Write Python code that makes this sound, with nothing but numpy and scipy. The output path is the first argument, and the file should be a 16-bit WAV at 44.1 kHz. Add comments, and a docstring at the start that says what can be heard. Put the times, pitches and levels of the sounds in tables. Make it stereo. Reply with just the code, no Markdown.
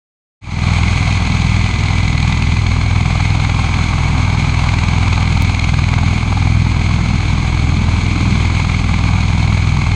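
"""A tiltrotor idles some way off on an airfield, its two three-blade rotors thumping in a limping gallop.
Each passing blade pushes out a pulse of air, chops up eddies, swishes and slaps. A shifting crosswind
brings out now one rotor, now the other. Behind them the air pouring off the rotors roars, the turbines
hiss and whine, and a breeze rumbles on the microphone.
The sound fades in at the start, and the beat skips once with a small click."""
import sys
import numpy as np
from scipy import signal
from scipy.fft import rfft, irfft, next_fast_len
from scipy.io import wavfile
from scipy.ndimage import uniform_filter1d, minimum_filter1d

SR = 44100
rng = np.random.default_rng(int(sys.argv[2]) if len(sys.argv) > 2 else 0)


def master_out(mix):
    """Clip the mix to full scale and print it as 16-bit PCM to the path in sys.argv[1]."""
    frames = np.transpose(np.atleast_2d(mix))
    ceiling = np.clip(frames, -1, 1)
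    pcm = np.round(ceiling * 32767).astype(np.int16)
    wavfile.write(sys.argv[1], SR, pcm)


N = 438794
TIME = np.arange(N) / SR
FFT_SIZE = next_fast_len(N, real=True)
FREQS = np.fft.rfftfreq(FFT_SIZE, 1 / SR)
SKIP_AT_S, SKIP_LENGTH_S = 5.4233, .0232

# how often a blade of one rotor goes by: (time [s], rate [passes a second])
BLADE_RATE = [(0, 20.52), (1, 20.51), (2, 20.477), (5, 20.477), (7, 20.492), (8, 20.5), (10, 20.5)]
# tone colour of rushing air, before the microphone shapes it: (frequency [Hz], level [dB])
RUSH_COLOUR = [(250, -34.5), (450, -2), (650, 2.5), (1500, 1.5), (1900, -3), (2400, -25.5), (6000, -34.5)]
# tone colour of a blade slap, before the microphone shapes it: (frequency [Hz], level [dB])
SLAP_COLOUR = [(500, -7), (1300, -5), (2000, 7.5), (4200, 8.5), (6500, 5), (10000, 3), (11500, -19.5),
               (14000, -44)]


def rotors(gusty_db):
    """Two rotors geared to one speed; their blades are out of step, so the beat limps."""
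    # each rotor in still air: (swish [dB], slap [dB], throb [dB], share of the crosswind's lift [factor])
    still_air = [(-27, -24.7, -23.5, 0.76), (-26, -26, -24, -0.67)]
    # the wind lifts one rotor's noise and sinks the other's: (time [s], lift toward the first rotor [dB])
    crosswind = [(.8, -4), (1.8, -.5), (2.6, 3.5), (3.45, 7), (4.1, 2), (4.8, -4.5), (6.1, -6.5), (6.9, -1),
                 (7.8, 0), (8.4, 5), (9.8, 3)]
    # a rotor slaps harder in its own wake; one list a rotor: (start [s], end [s], boost [dB])
    wake_spells = [
        [(.95, 2.505, 5)],
        [(.5, 1.9, 5), (4.35, 5.22, 5.5), (5.3, 5.76, 8)],
    ]
    # how much the air around the rotors churns: (time [s], throb boost [dB])
    churn = [(.8, 0.7), (2.8, -1), (3.6, -1), (4.9, -0.1), (5.6, -0.4), (6.4, 1), (9.6, 0.1)]
    # one gust thickens the throb of both rotors: (start [s], end [s], boost [dB])
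    gust = [(7.95, 8.45, 3)]
    first_passes = (.733, 1.157)  # in blade cycles, like width, lead and lag below
    throb_gain = amp(curve(churn) + spell_db(gust))
    bass, air = np.zeros(N), np.zeros((2, N))
    for first, (swish_db, slap_db, throb_db, share), spells in zip(first_passes, still_air, wake_spells):
        passes = blade_count() - first
        wind_db = share * curve(crosswind) + gusty_db * wander(2.5)
        bass += thump(passes, bass_cut_hz=20, sway_db=-0.35)
        bass += throb_gain * throb(passes, throb_db, memory=0.57, width=0.16, steady=0.47, lag=0.017)
        air += swish(passes, swish_db + wind_db, lead=0.071, width=0.1, flutter_db=1.25)
        air += slap(passes, slap_db + wind_db + spell_db(spells), lead=0.038, width=0.058, flutter_db=1.1)
    return bass * amp([[-.5], [.5]]) + air  # the bass leans slightly right


def thump(passes, bass_cut_hz, sway_db):
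    """Each blade pushes out one smooth pulse; the microphone's bass cut adds a dip after it."""
    # the pure tones that make up the pulse: (frequency [Hz], level [dB])
    pulse_colour = [(20, -36), (41, -26), (61, -21.5), (82, -17.5), (102, -20), (123, -22), (143, -26),
                    (164, -26.5), (184, -38.5), (225, -47), (290, -58.5), (400, -63.5)]
    harmonics = np.arange(1, 20)
    hz = harmonics * np.mean(curve(BLADE_RATE))
    cycle = np.linspace(0, 1, 2048)
    angles = 2 * np.pi * np.outer(cycle, harmonics) + np.arctan(bass_cut_hz / hz)
    pulse = np.cos(angles) @ amp(colour_db(pulse_colour, hz))
    return np.interp(passes % 1, cycle, pulse) * amp(sway_db * wander(2.2))


def throb(passes, level_db, memory, width, steady, lag):
    """Blades cutting through swirling air make a low, rough throb."""
    # tone colour of the chopped eddies: (frequency [Hz], level [dB])
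    eddy_colour = [(10, -28.5), (30, -26), (60, -5), (105, 0), (145, -0.5), (185, 0.5), (270, -7),
                   (330, -14.5), (420, -20.5), (560, -30.5), (800, -49), (2000, -83)]
    chopped = repeating_noise(memory)[0] * (steady + bell(passes - lag, width))
    return amp(level_db) * coloured(chopped, eddy_colour)


def swish(passes, level_db, lead, width, flutter_db):
    """A soft rush of air comes as each blade swings toward the listener."""
    burst = bell(passes + lead, width) * amp(level_db + flutter_db * wander(8.7))
    return at_microphone(repeating_noise(memory=0.45) * burst, RUSH_COLOUR)


def slap(passes, level_db, lead, width, flutter_db):
    """Each blade tip hits the whirl of air left by the one before, with a short, bright slap."""
    burst = bell(passes + lead, width) * amp(level_db + flutter_db * wander(15))
    return at_microphone(white_noise() * burst, SLAP_COLOUR)


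def hard_slaps(level_db, delay_s, width_s):
    """A few blades hit a whirl of air squarely and stand out as cracks."""
    # the square hits: (time [s], relative peak level [dB])
    hits = [(2.201, -11.5), (2.3243, -11), (2.422, -14), (5.1303, -16), (5.5463, -12), (5.5934, -1.5),
            (5.839, -12), (5.938, -10)]
    burst = sum(amp(level_db + db) * np.exp(-.5 * ((TIME - at - delay_s) / width_s) ** 2)
                for at, db in hits)
    return at_microphone(white_noise() * burst, SLAP_COLOUR)


def downwash(level_db, flutter_db):
    """Air pours off the rotors, its level trembling on the way across the field."""
    # strength of the rush: (time [s], relative level [dB])
    strength = [(.8, -27.5), (1.7, -31.5), (2.6, -34.5), (4.0, -27.5), (4.8, -27), (5.6, -31.5), (6.8, -32),
                (7.5, -32), (9.6, -32.5)]
    gain = amp(level_db + curve(strength) + flutter_db * wander(23))
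    return at_microphone(white_noise() * gain, RUSH_COLOUR)


def turbines(level_db, flutter_db):
    """The engines hiss, and their compressors add three thin whines."""
    # strength of the hiss: (time [s], relative level [dB])
    strength = [(.8, -25.5), (1.6, -27), (2.7, -29), (3.6, -27.5), (5.4, -28), (6.6, -29.5), (7.9, -28.5),
                (8.35, -27), (8.9, -29)]
    # tone colour of the hiss, before the microphone shapes it: (frequency [Hz], level [dB])
    hiss_colour = [(600, -22.5), (1400, -5), (1900, -3.5), (2200, 0), (3000, 0), (6000, 1), (10000, 2),
                   (10700, -16.5), (11800, -38), (14000, -53)]
    # compressor whine carried on the wind: (time [s], level [dB])
    whine_levels = [(0, -28), (.8, -36), (1.5, -33), (2, -33), (2.5, -36.5), (3.1, -54), (5, -56.5),
                    (10, -53)]
    gain = amp(level_db + curve(strength) + flutter_db * wander(23))
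    hiss = at_microphone(white_noise() * gain, hiss_colour)
    whine_db = curve(whine_levels)
    return hiss + whine(2026, whine_db) + whine(1978, whine_db - 8) + whine(2221, -42.0)


def whine(hz, level_db, drift_hz=2.65, fading_db=3):
    """One compressor tone that wavers in pitch and loudness."""
    cycles = np.cumsum(hz + drift_hz * wander(5.4)) / SR
    return amp(level_db + fading_db * wander(5.3)) * np.sin(2 * np.pi * cycles)


def breeze(level_db, gusty_db):
    """Air blowing over the microphone makes a lumpy rumble, unrelated left and right."""
    # tone colour of the rumble: (frequency [Hz], level [dB])
    rumble_colour = [(12, -33), (27, -18.5), (42, -7.5), (80, -5.5), (140, -4.5), (200, -14.5), (280, -20),
                     (400, -28), (800, -51.5), (2000, -93.5)]
    return coloured(white_noise(), rumble_colour) * amp(level_db + gusty_db * wander(6.7))


def skip_click(level_db, decay_s):
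    """A small, sharp click where the beat skips."""
    age = TIME - SKIP_AT_S
    return amp(level_db) * (age >= 0) * np.exp(-abs(age) / decay_s)


def at_microphone(noises, colour):
    """Gives two noises a tone colour, plus the hollow sound of the microphone's two openings."""
    # how the openings hear distant noise:
    # (frequency [Hz], left level [dB], right level [dB], likeness [0-1], left lead [radians])
    openings = [(450.0, -10.7, -10.7, 0.84, 0.1), (570.0, -14.9, -13.2, 0.74, -0.1),
                (760.0, -5.6, -3.4, 0.96, -0.0), (1180.0, -7.0, -3.9, 0.92, 0.1),
                (1430.0, -13.6, -9.7, 0.51, 0.2), (1620.0, -10.3, -8.8, 0.56, 0.8),
                (1880.0, -13.3, -13.9, 0.37, -3.1), (2020.0, -5.2, -6.1, 0.74, -0.6),
                (2230.0, -0.1, -1.7, 0.94, -0.3), (2420.0, -2.9, -4.3, 0.9, -0.3),
                (2650.0, -11.1, -9.0, 0.75, -0.2), (2850.0, -19.8, -9.7, 0.3, 1.1),
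                (3250.0, -20.1, -6.4, 0.7, -1.9), (3750.0, -26.1, -8.2, 0.58, -2.5),
                (4250.0, -23.8, -6.2, 0.79, 0.1), (4650.0, -28.6, -13.2, 0.34, -2.8),
                (4950.0, -26.1, -15.5, 0.62, 1.1), (5450.0, -27.9, -22.1, 0.18, -1.1),
                (5900.0, -28.0, -18.1, 0.29, 2.0), (6450.0, -20.7, -14.5, 0.72, -0.1),
                (6900.0, -24.1, -17.5, 0.6, -0.4), (7250.0, -29.6, -26.9, 0.19, 2.0),
                (7800.0, -31.4, -20.1, 0.46, -0.3), (8250.0, -31.2, -28.3, 0.21, -2.8),
                (8800.0, -38.9, -24.6, 0.2, 0.3), (9400.0, -34.1, -32.9, 0.18, -2.0),
                (9900.0, -36.8, -36.3, 0.18, 1.7), (10600.0, -51.1, -43.4, 0.2, 0.1)]
    hz, _, _, likeness, lead = np.transpose(openings)
    shared = np.interp(FREQS, hz, np.clip(likeness, 0, .99) * np.exp(-1j * lead))
    sides_db = [colour_db(openings, FREQS, column) for column in (1, 2)]
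    gains = evened(amp(sides_db + colour_db(colour, FREQS)))
    left, other = rfft(noises, FFT_SIZE)
    right = shared * left + np.sqrt(1 - abs(shared) ** 2) * other  # partly the same noise as the left
    return irfft(gains * [left, right], FFT_SIZE)[:, :N]


def blade_count():
    """Counts blade passes from the start, jumping ahead where the beat skips."""
    rate = curve(BLADE_RATE)
    return np.cumsum(rate) / SR + rate.mean() * SKIP_LENGTH_S * (TIME > SKIP_AT_S)


def bell(passes, width):
    """A smooth bump of height 1 around each blade pass; width is a share of one cycle."""
    return np.exp(-.5 * (((passes + .5) % 1 - .5) / width) ** 2)


def repeating_noise(memory):
    """Two noises that partly repeat with each pass, as the next blade cuts the same eddies."""
    period = round(SR / np.mean(curve(BLADE_RATE)))
    fresh = rng.standard_normal((2, N // period + 1, period))
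    carried_over = signal.lfilter([1], [1, -memory], fresh, axis=1)
    return evened(carried_over.reshape(2, -1)[:, :N])


def spell_db(spells, edge_s=0.17):
    """A boost in dB that swells and dies away with each spell."""
    return sum(db * .5 * (np.tanh((TIME - start) / edge_s) - np.tanh((TIME - end) / edge_s))
               for start, end, db in spells)


def wander(hz):
    """A random wobble of typical size 1, moving up to about hz times a second."""
    slow = rfft(rng.standard_normal(FFT_SIZE)) * np.exp(-(FREQS / hz) ** 2)
    return evened(irfft(slow, FFT_SIZE)[:N])


def white_noise():
    """Two unrelated white noises."""
    return rng.standard_normal((2, N))


def coloured(noise, colour):
    """Gives noise a tone colour and a typical size of 1."""
    spectrum = rfft(noise, FFT_SIZE) * amp(colour_db(colour, FREQS))
    return evened(irfft(spectrum, FFT_SIZE)[..., :N])


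def colour_db(rows, hz, column=1):
    """Looks up a tone colour's level at the given frequencies."""
    rows = np.asarray(rows)
    return np.interp(np.log(hz + 1), np.log(rows[:, 0] + 1), rows[:, column])


def curve(rows):
    """Joins a table's (time, value) points with straight lines."""
    return np.interp(TIME, *np.transpose(rows))


def evened(x):
    """Scales a signal to a typical size (rms) of 1."""
    return x / np.sqrt(np.mean(x ** 2) + 1e-20)


def amp(db):
    """Turns decibels into a gain."""
    return 10 ** (np.asarray(db) / 20)


def scene():
    """Rotors, their downwash and the engines, a breeze on the microphone, and one click."""
    blades = rotors(gusty_db=0.53) + hard_slaps(level_db=-4.5, delay_s=0.0023, width_s=0.0011)
    roar = downwash(level_db=-1.0, flutter_db=1.45) + turbines(level_db=2.18, flutter_db=0.91)
    return blades + roar + breeze(level_db=-25.5, gusty_db=0.9) + skip_click(level_db=-1, decay_s=.00006)


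def record(dry):
    """Eases the level down around loud peaks, fades in from silence and cuts the highest treble."""
    ceiling, fade_span_s, top_hz = .96, (0.41, .70), 16200
    safe_gain = np.minimum(1, ceiling / (abs(dry).max(0) + 1e-9))
    smooth_gain = uniform_filter1d(minimum_filter1d(safe_gain, size=601), size=301)
    fade_in = np.interp(TIME, fade_span_s, [0, 1])
    treble_cut = signal.firwin(511, top_hz, window=("kaiser", 9), fs=SR)
    return signal.oaconvolve(dry * smooth_gain * fade_in, treble_cut[None], "same")


dry = scene()
out = record(dry)
master_out(out)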